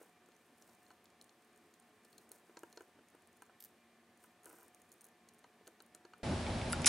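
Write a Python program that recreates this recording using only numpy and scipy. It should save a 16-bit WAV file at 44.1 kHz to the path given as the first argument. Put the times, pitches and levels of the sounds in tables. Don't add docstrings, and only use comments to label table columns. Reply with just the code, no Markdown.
import sys
import numpy as np
from scipy import signal
from scipy.fft import rfft, irfft
from scipy.io import wavfile

SR = 44100
rng = np.random.default_rng(int(sys.argv[2]) if len(sys.argv) > 2 else 0)


def materialize(psi):
    bounded = np.clip(np.atleast_2d(psi).T, -1, 1)
    quanta = np.round(bounded * 32767).astype(np.int16)
    wavfile.write(sys.argv[1], SR, quanta)


def attenuation_scalar(level_db):
    decades = np.asarray(level_db, float) / 20
    return 10 ** decades


N = 303405
CUT_S = 6.2316

# (frequency [Hz], level [dB], t60 [s])
FRAME_MODES = [(350, -9.5, 0.084), (406, -1.5, 0.03), (452, 1.5, 0.027), (589, -1.5, 0.021),
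               (785, 3.5, 0.018), (974, -4, 0.054), (1354, -4.5, 0.03), (1500, -6, 0.034),
               (1985, -12, 0.01), (2400, -13.5, 0.014), (2930, -10, 0.017)]


def rms_one(x):
    return x / np.sqrt(np.mean(x ** 2) + 1e-20)


def at_hz(points, hz):
    point_hz, point_db = np.transpose(points)
    return np.interp(np.log(hz), np.log(point_hz), point_db)


def band(x, low_hz, high_hz):
    sos = signal.butter(2, [low_hz, min(high_hz, 0.45 * SR)], "band", fs=SR, output="sos")
    return signal.sosfilt(sos, x)


def low_pass(x, top_hz):
    return signal.sosfilt(signal.ellip(12, 0.5, 70, top_hz, fs=SR, output="sos"), x)


def ring(clicks, hz, t60_s):
    radius = attenuation_scalar(-60 / (t60_s * SR))
    angle = 2 * np.pi * min(hz, 0.45 * SR) / SR
    return signal.lfilter([0, np.sin(angle)], [1, -2 * radius * np.cos(angle), radius ** 2], clicks + 1e-18)


def air(spectrum, side, surge_db, surge_hz, size):
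    hz = np.maximum(np.fft.rfftfreq(size, 1 / SR), 1)
    mid, apart, slow = rfft(rng.standard_normal((3, size)))
    mid = mid * attenuation_scalar(at_hz(spectrum, hz))
    apart = irfft(apart * attenuation_scalar(at_hz(spectrum, hz) + at_hz(side, hz)), size)
    surge = attenuation_scalar(surge_db * rms_one(irfft(slow / (1 + (hz / surge_hz) ** 2), size)))
    rumble = 1 / (1 + (hz / 600) ** 2)
    mid = irfft(mid * rumble, size) * rms_one(surge) + irfft(mid * (1 - rumble), size)
    return np.array([mid + apart, mid - apart]) / np.std(mid)


def hum(lines, size):
    t = np.arange(size) / SR
    out = np.zeros(size)
    for hz, db, width_hz, steady in lines:
        sine = np.sqrt(2) * np.sin(2 * np.pi * (hz * t + rng.random()))
        wavering = ring(rng.standard_normal(size + SR), hz, 3.5 / width_hz)
        wavering = rms_one(band(wavering, hz / 2, hz * 2)[SR:])
        out += attenuation_scalar(db) * (np.clip(steady, 0, 1) * sine + np.clip(1 - steady, 0, 1) * wavering)
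    return out


def fast_fan(size):
    # (frequency [Hz], relative density [dB])
    spectrum = [(18, -79), (30, -44), (90, -7.5), (141, -13), (232, -4.5), (346, -4), (430, -7.5),
                (661, -7), (1300, -12.5), (1750, -10.5), (3500, -19), (5500, -24), (8000, -25),
                (8600, -27.5), (9200, -25.5), (11000, -26.5), (16000, -34)]
    # (frequency [Hz], side relative to mid [dB])
    side = [(60, -51), (110, -16), (190, -42), (340, -29), (610, -23), (1100, -16.5), (1960, -12.5),
            (3500, -6.5), (6250, -6), (11200, -7.5)]
    # (frequency [Hz], level [dB], resonance width scale [Hz], steady share [0-1])
    tones = [(176, -84.5, 16, 0.18), (231.5, -76.5, 14.3, 0.21), (348.5, -81, 24, 0.02),
             (428, -80.5, 9.2, 0.42), (723, -76.5, 4.6, .65), (1073, -83.5, 5, 0.7), (1175, -86, 2.8, .75),
             (1222, -85.5, 4, 0.7), (1766, -83.5, 18, 0.15), (2380, -85, 10, .5), (8610, -90, 350, 0.1)]
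    return attenuation_scalar(-70) * air(spectrum, side, surge_db=2.0, surge_hz=16.0, size=size) + hum(tones, size)


def loud_fan(size):
    # (frequency [Hz], relative density [dB])
    spectrum = [(15, -59), (25, -15), (66, -5.5), (178, -7.5), (250, -6.5), (380, -10.5), (460, -15.5),
                (580, -8.5), (700, -13.5), (830, -12), (980, -18.5), (1230, -21), (2580, -25), (5500, -30),
                (6200, -35), (6900, -34.5), (8300, -36), (11500, -37.5)]
    # (frequency [Hz], side relative to mid [dB])
    side = [(60, -48), (110, -20), (190, -24), (340, -15), (610, -13.5), (1100, -8), (1960, -7),
            (3500, -7.5), (6250, -6), (11200, -11.5)]
    # (frequency [Hz], level [dB], resonance width scale [Hz], steady share [0-1])
    tones = [(57.2, -50, 9.2, .1), (81.4, -44.5, 10, 0.52), (107, -46, 22, 0.03), (163.6, -51, 20, 0.37),
             (239.3, -45, 7.4, 0.67), (360, -59, 4, 0.83), (402, -58.5, 4.8, .6)]
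    return attenuation_scalar(-39.5) * air(spectrum, side, surge_db=3.0, surge_hz=8.2, size=size) + hum(tones, size)


def room(x, t60_s, level_db, apart_db):
    left_leads_us = 6.8
    t = np.arange(int(0.25 * SR)) / SR
    tail = band(rng.standard_normal((2, len(t))), 480, 14000) * attenuation_scalar(-60 * t / t60_s) * (t > 0.0015)
    tail /= np.sqrt(np.sum(tail ** 2, axis=1, keepdims=True))
    close = band(rng.standard_normal(900) * attenuation_scalar(-60 * t[:900] / 0.02), 3500, 18000)
    close /= np.sqrt(np.sum(close ** 2))
    apart = attenuation_scalar(apart_db) * signal.oaconvolve(close, x)[:N]
    apart += left_leads_us * 1e-6 * SR / 2 * np.gradient(x)
    return x + apart * [[1], [-1]] + attenuation_scalar(level_db) * signal.oaconvolve(x[None], tail, axes=1)[:, :N]


def strokes():
    # (start [s], length [s], fine grit [dB], drag on the frame [dB])
    rows = [(-.01, 0.028, -68, -62.5), (0.265, 0.28, -84.5, -89), (0.561, 0.16, -74.5, -75),
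            (0.762, .16, -79.5, -80), (1.238, 0.74, -86, -100), (2.023, 0.21, -79.5, -88),
            (2.306, 0.032, -68.5, -69), (2.427, .43, -79.5, -74), (3.038, 0.34, -90, -103),
            (3.602, 0.062, -71.5, -86), (4.188, 0.067, -75.5, -87), (4.44, .2, -71, -67.5),
            (4.701, 0.23, -83, -92), (4.916, .035, -76.5, -93), (5.012, .07, -82.5, -76),
            (5.64, 0.052, -79, -78)]
    rise_s, fade_s = 0.026, 0.05
    t = np.arange(0, N / SR, 0.001)
    start, length, grit_db, drag_db = np.transpose(rows)[:, :, None]
    shape = np.clip((t - start) / rise_s, 0, 1) * np.exp(-np.maximum(t - start - length, 0) / fade_s)
    return [np.interp(np.arange(N) / SR, t, (attenuation_scalar(db) * shape).max(axis=0)) for db in (grit_db, drag_db)]


def grains(per_s, spread_db):
    sizes = attenuation_scalar(spread_db * np.minimum(rng.exponential(1, N), 5)) * rng.choice([-1, 1], N)
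    return rms_one(sizes * (rng.random(N) < per_s / SR))


def rubbing(grit_gain, drag_gain):
    slow = signal.lfilter([1], [1, -1.98, 0.9801], rng.standard_normal(N))
    clumps = attenuation_scalar(2.5 * rms_one(slow))
    slips = grains(2500.0, spread_db=2.5) * clumps
    grit = rms_one(band(band(slips, 4600, 17000), 4600, 17000)) + 0.29 * rms_one(band(slips, 8100, 10000))
    slips = grains(800, spread_db=3.0) * clumps
    drag = band(sum(attenuation_scalar(db) * ring(slips, hz, t60_s) for hz, db, t60_s in FRAME_MODES), 330, 1900)
    return grit_gain * rms_one(grit) + drag_gain * rms_one(drag)


def strikes(at, db, modes, colour_db, spread_db, detune, rise_ms, rise_cycles):
    phase_spread_rad = 0.45
    t, out = np.arange(3000) / SR, np.zeros(N + 3000)
    chance = rng.standard_normal((len(at), 3, len(modes)))
    rings = np.zeros((len(at), len(t)))
    for k, (hz, mode_db, t60_s) in enumerate(modes):
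        loud, pitch, phase = chance[:, :, k, None].transpose(1, 0, 2)
        level_db = np.reshape(db + mode_db + colour_db(hz), (-1, 1)) + spread_db * loud
        rise_s = max(rise_ms / 1000 + rise_cycles / hz, 2e-5)
        gain = attenuation_scalar(level_db - 60 * t / t60_s) * (1 - np.exp(-t / rise_s))
        rings += gain * np.sin(2 * np.pi * hz * np.exp(detune * pitch) * t + phase_spread_rad * phase)
    for i, one in zip(at, rings):
        out[i:i + len(t)] += one
    return out[:N]


def knocks():
    # (time [s], low modes [dB], middle modes [dB], high modes [dB])
    rows = [(0.013, -49.5, -74, -54), (.217, -59, -66, -63), (0.287, -56, -75, -60), (0.701, -63, -76, -72),
            (0.905, -52.5, -53, -48), (1.214, -55, -74, -70), (2.05, -56, -69, -60), (2.311, -53, -65, -60),
            (2.495, -50.5, -66, -55), (2.5697, -43.5, -45, -43.5), (2.633, -41, -44.5, -41.5),
            (2.773, -44.5, -49, -43), (2.8068, -44.5, -50, -46), (2.989, -54.5, -71, -55),
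            (3.147, -52, -57, -56.5), (3.421, -51.5, -49, -45.5), (3.495, -74, -58, -51),
            (4.241, -65, -58, -51), (4.444, -66, -64, -58), (4.46, -50, -65, -53), (4.465, -69, -64, -51),
            (4.473, -67, -61, -55), (4.487, -59, -60, -62), (4.497, -65, -66, -54), (4.51, -67, -65, -53),
            (4.53, -51, -56, -58), (4.537, -70, -58, -56), (4.563, -64, -68, -57), (4.585, -64, -65, -56),
            (4.621, -68, -60, -55), (4.628, -75, -57, -65), (5.4427, -54.5, -51, -50.5),
            (5.61, -55.5, -67, -72), (5.67, -53.5, -64, -61), (5.675, -68, -63, -48),
            (5.683, -50, -64, -64), (5.803, -55.5, -59, -48), (5.949, -54, -68, -53.5),
            (5.964, -58, -70, -74), (6.009, -63, -63, -68), (6.05, -48.5, -54, -48.5),
            (6.135, -61, -57, -42.5), (6.199, -54.5, -74, -62)]
    s, low_db, middle_db, high_db = np.transpose(rows)
    at = np.round(s * SR).astype(int)

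    def group_db(hz):
        return low_db if hz < 680 else middle_db if hz < 1150 else high_db

    out = strikes(at, 0, FRAME_MODES, group_db, spread_db=0.0, detune=0.033, rise_ms=0.79, rise_cycles=0.48)
    thuds = rng.standard_normal((len(at), 400)) * np.exp(-np.arange(400) / SR / 0.0024)
    thuds *= attenuation_scalar(high_db - 1.0)[:, None]
    for i, thud in zip(at, band(band(thuds, 400, 2400), 400, 2400)):
        out[i:i + 400] += thud
    return band(out, 186, 6300)


def dropped_screw():
    # (time [s], level [dB])
    bounces = [(3.603, -48), (3.6053, -40.5), (3.6246, -46), (3.6393, -43), (3.648, -43.5), (3.6532, -52),
               (3.6568, -53)]
    crack_ms, buzz_db, buzz_ms = 0.55, -20, 10.0
    out, age_ms = np.zeros(N), np.arange(2000) * 1000 / SR
    shape = np.exp(-age_ms / crack_ms) + attenuation_scalar(buzz_db) * np.exp(-age_ms / buzz_ms)
    for (s, level_db), noise in zip(bounces, rng.standard_normal((len(bounces), 2000))):
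        out[round(s * SR):][:2000] += attenuation_scalar(level_db) * noise * shape
    return band(out, 4400, 17000) + 1.7 * band(out, 10800, 14000) + 0.6 * band(out, 8700, 10600)


def steel(events, modes, slip_ms, crack_db, octaves, octaves_down, narrow_db, narrow_down_db,
          own_db, own_t60_s, spread_db):
    s, db, bright_hz = np.transpose(events)
    length_ms = slip_ms * np.exp(0.1 * rng.standard_normal(len(s)))
    at = np.round(s * SR).astype(int)

    def colour_db(hz):
        return -np.where(hz < bright_hz, narrow_down_db, narrow_db) * np.log2(hz / bright_hz) ** 2

    out = strikes(at + 15, db, modes, colour_db, spread_db, detune=0.022, rise_ms=0.09, rise_cycles=0)
    t = np.arange(800) / SR
    noise = rng.standard_normal((len(at), 800))
    for i, level_db, hz, ms, white in zip(at, db, bright_hz, length_ms, noise):
        age = 1000 * t / max(ms, 0.2)
        low_hz, high_hz = hz * 2 ** -octaves_down, hz * 2 ** octaves
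        slip = rms_one(band(band(white, low_hz, high_hz), low_hz, high_hz))
        slip *= attenuation_scalar(crack_db) * np.sqrt(age) * np.exp(-age)
        own = attenuation_scalar(own_db) * np.sin(2 * np.pi * hz * t) * attenuation_scalar(-60 * t / own_t60_s) * (1 - np.exp(-3 * age))
        out[i:i + 800] += (attenuation_scalar(level_db) * (own + slip))[:N - i]
    return out


def faint_ticks(grit):
    count, level_db, spread_db = 18, -62, 3.0
    bright_hz, spread_octaves = 8700, 0.2
    when, loud, pitch = rng.random(count), *rng.standard_normal((2, count))
    share = np.cumsum(grit ** 0.7)
    s = np.interp(when, share / share[-1], np.arange(N) / SR)
    hz = np.minimum(bright_hz * 2 ** (spread_octaves * pitch), 0.3 * SR)
    return np.transpose([s, level_db + spread_db * loud, hz])


def fast_ticks(grit):
    # (time [s], level [dB], brightest pitch [Hz])
    ticks = [(0.0298, -52.5, 10600), (0.26, -59, 8150), (0.287, -61, 8460), (0.3187, -56.5, 3240),
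             (0.35, -62, 5800), (0.3643, -58.5, 6230), (0.5821, -57, 9500), (0.6225, -49.5, 5760),
             (0.694, -55, 5650), (0.732, -62, 5600), (0.83, -60, 8600), (0.8643, -56, 4200),
             (0.9038, -58, 4480), (0.914, -57, 4300), (1.0424, -54, 13000), (1.0557, -48.5, 4200),
             (1.102, -57, 5340), (1.2124, -46, 4000), (1.2135, -53, 9600), (1.223, -51, 9600),
             (1.2421, -53.5, 8800), (1.293, -50.5, 4290), (1.4225, -59, 8350), (1.56, -56.5, 8650),
             (1.575, -56, 8700), (1.53, -63, 8650), (1.667, -66, 8700), (1.7385, -56, 4400),
             (1.7394, -54.5, 8500), (1.7988, -50.5, 9200), (1.824, -60, 7200), (2.0472, -53, 9500),
             (2.05, -52, 4400), (2.1272, -54, 9000), (2.129, -57.5, 3450), (2.18, -45, 9400),
             (2.1811, -46.5, 4300), (2.2913, -52, 8900), (2.3166, -37, 8800), (2.384, -57, 8400),
             (2.397, -58, 10000), (2.468, -63, 4130), (2.57, -40, 4200), (2.591, -46, 8740),
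             (2.633, -46.5, 7950), (2.7267, -48.5, 6760), (2.761, -55, 8100), (2.7733, -41, 4170),
             (2.807, -51, 8060), (2.82, -52, 10000), (3.0852, -55.5, 8900), (3.151, -59, 9000),
             (3.221, -61, 7900), (3.273, -57.5, 8800), (3.3288, -59, 8040), (3.3705, -57, 10900),
             (3.421, -45.5, 8600), (3.431, -58, 8800), (3.4535, -60, 10000), (3.463, -58.5, 7500),
             (4.174, -57.5, 10000), (4.239, -47.5, 10000), (4.2425, -59, 9050), (4.433, -50.5, 10100),
             (4.444, -49, 9150), (4.4568, -39.5, 10200), (4.472, -52, 10400), (4.4934, -48, 9800),
             (4.4995, -46.5, 9600), (4.5281, -46, 12200), (4.553, -52, 12000), (4.585, -51, 12700),
             (4.6299, -46.5, 13000), (4.6808, -51, 8900), (4.7465, -49.5, 9050), (4.818, -53, 8950),
             (4.9176, -44.5, 6980), (4.925, -50.5, 8650), (4.939, -53, 9800), (5.009, -48, 8800),
             (5.016, -48, 9350), (5.0425, -45.5, 9200), (5.051, -47, 10700), (5.0664, -52, 11300),
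             (5.086, -56, 10000), (5.2874, -48, 6760), (5.289, -51, 4160), (5.3363, -56, 10600),
             (5.345, -57, 9050), (5.384, -59, 9500), (5.3904, -54, 8050), (5.441, -54, 4070),
             (5.6705, -45, 4460), (5.673, -53, 3000), (5.676, -44, 9000), (5.8029, -49, 4500),
             (5.8217, -46, 12400), (5.862, -56, 9300), (5.9482, -39, 6760), (5.96, -55, 10500),
             (6.0506, -49.5, 4250), (6.135, -52, 4250), (6.1805, -55, 10600)]
    # (frequency [Hz], level [dB], t60 [s])
    modes = [(3380, -18.5, 0.013), (4290, -7.5, 0.013), (6460, -7.5, 0.0052), (6760, -15.5, 0.024),
             (8700, -7, 0.0047), (9600, -7, 0.0055), (10400, -2, 0.0019), (12200, -29, 0.0054),
             (14100, -12, 0.0041)]
    return steel([*ticks, *faint_ticks(grit)], modes, slip_ms=1.83, crack_db=-9.0, octaves=1.0,
                 octaves_down=0.54, narrow_db=7.0, narrow_down_db=12.0, own_db=-3.0, own_t60_s=0.0084,
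                 spread_db=3.5)


def rattle():
    start_s, level_db, fade_db_per_s = 6.864, -19.5, 303
    age_s = np.arange(N) / SR - start_s
    gain = attenuation_scalar(level_db - fade_db_per_s * np.abs(age_s)) * (age_s > 0)
    return band(grains(9000.0, spread_db=-2.0) * gain, 1600, 20000)


def loud_clicks():
    # (time [s], level [dB], brightest pitch [Hz])
    clicks = [(6.466, -28.5, 2280), (6.615, -31.5, 2430), (6.6998, -36.5, 10400), (6.708, -40, 10000),
              (6.7175, -36, 10600), (6.724, -24.5, 10400), (6.7285, -26, 7550), (6.729, -27, 4730),
              (6.7302, -26, 1990), (6.7306, -27, 1310), (6.7335, -33, 1700), (6.7375, -33, 1590),
              (6.8185, -35.5, 6900), (6.8442, -28, 6040), (6.8461, -17.5, 2280), (6.85, -29, 2270),
              (6.8575, -35, 9000), (6.859, -12, 5860), (6.8592, -31, 2800), (6.8642, -16.5, 8800),
              (6.8668, -14, 8900), (6.8648, -22.5, 1740), (6.867, -18.5, 1500), (6.8698, -14, 7500),
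              (6.8748, -15, 5800)]
    # (frequency [Hz], level [dB], t60 [s])
    modes = [(1410, -7.5, 0.024), (2320, -12, 0.017), (3640, -11, 0.017), (5130, -4, 0.011),
             (5860, -19, 0.0043), (7700, -10, 0.008), (10000, -6, 0.0097), (10600, -4.5, 0.0075)]
    return steel(clicks, modes, slip_ms=0.5, crack_db=-5.5, octaves=0.58, octaves_down=0.35,
                 narrow_db=18.0, narrow_down_db=18.0, own_db=-2.0, own_t60_s=0.0071, spread_db=4.5)


def scene():
    cut, lead = round(CUT_S * SR), 2000
    grit, drag = strokes()
    hands = fast_ticks(grit) + knocks() + dropped_screw() + rubbing(grit, drag)
    fast = room(hands, t60_s=0.19, level_db=-16.5, apart_db=-17.0) + fast_fan(N)
    hands = loud_clicks() + rattle()
    loud = room(hands, t60_s=0.069, level_db=-12.0, apart_db=-13.0)[:, cut - lead:]
    loud = loud + loud_fan(loud.shape[1])
    return np.concatenate([low_pass(fast, 15800)[:, :cut], low_pass(loud, 11000)[:, lead:]], axis=1)


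def roll_off(x):
    return signal.sosfilt(signal.butter(12, 16000, fs=SR, output="sos"), x)


def record(dry):
    return roll_off(dry)


dry = scene()
out = record(dry)
materialize(out)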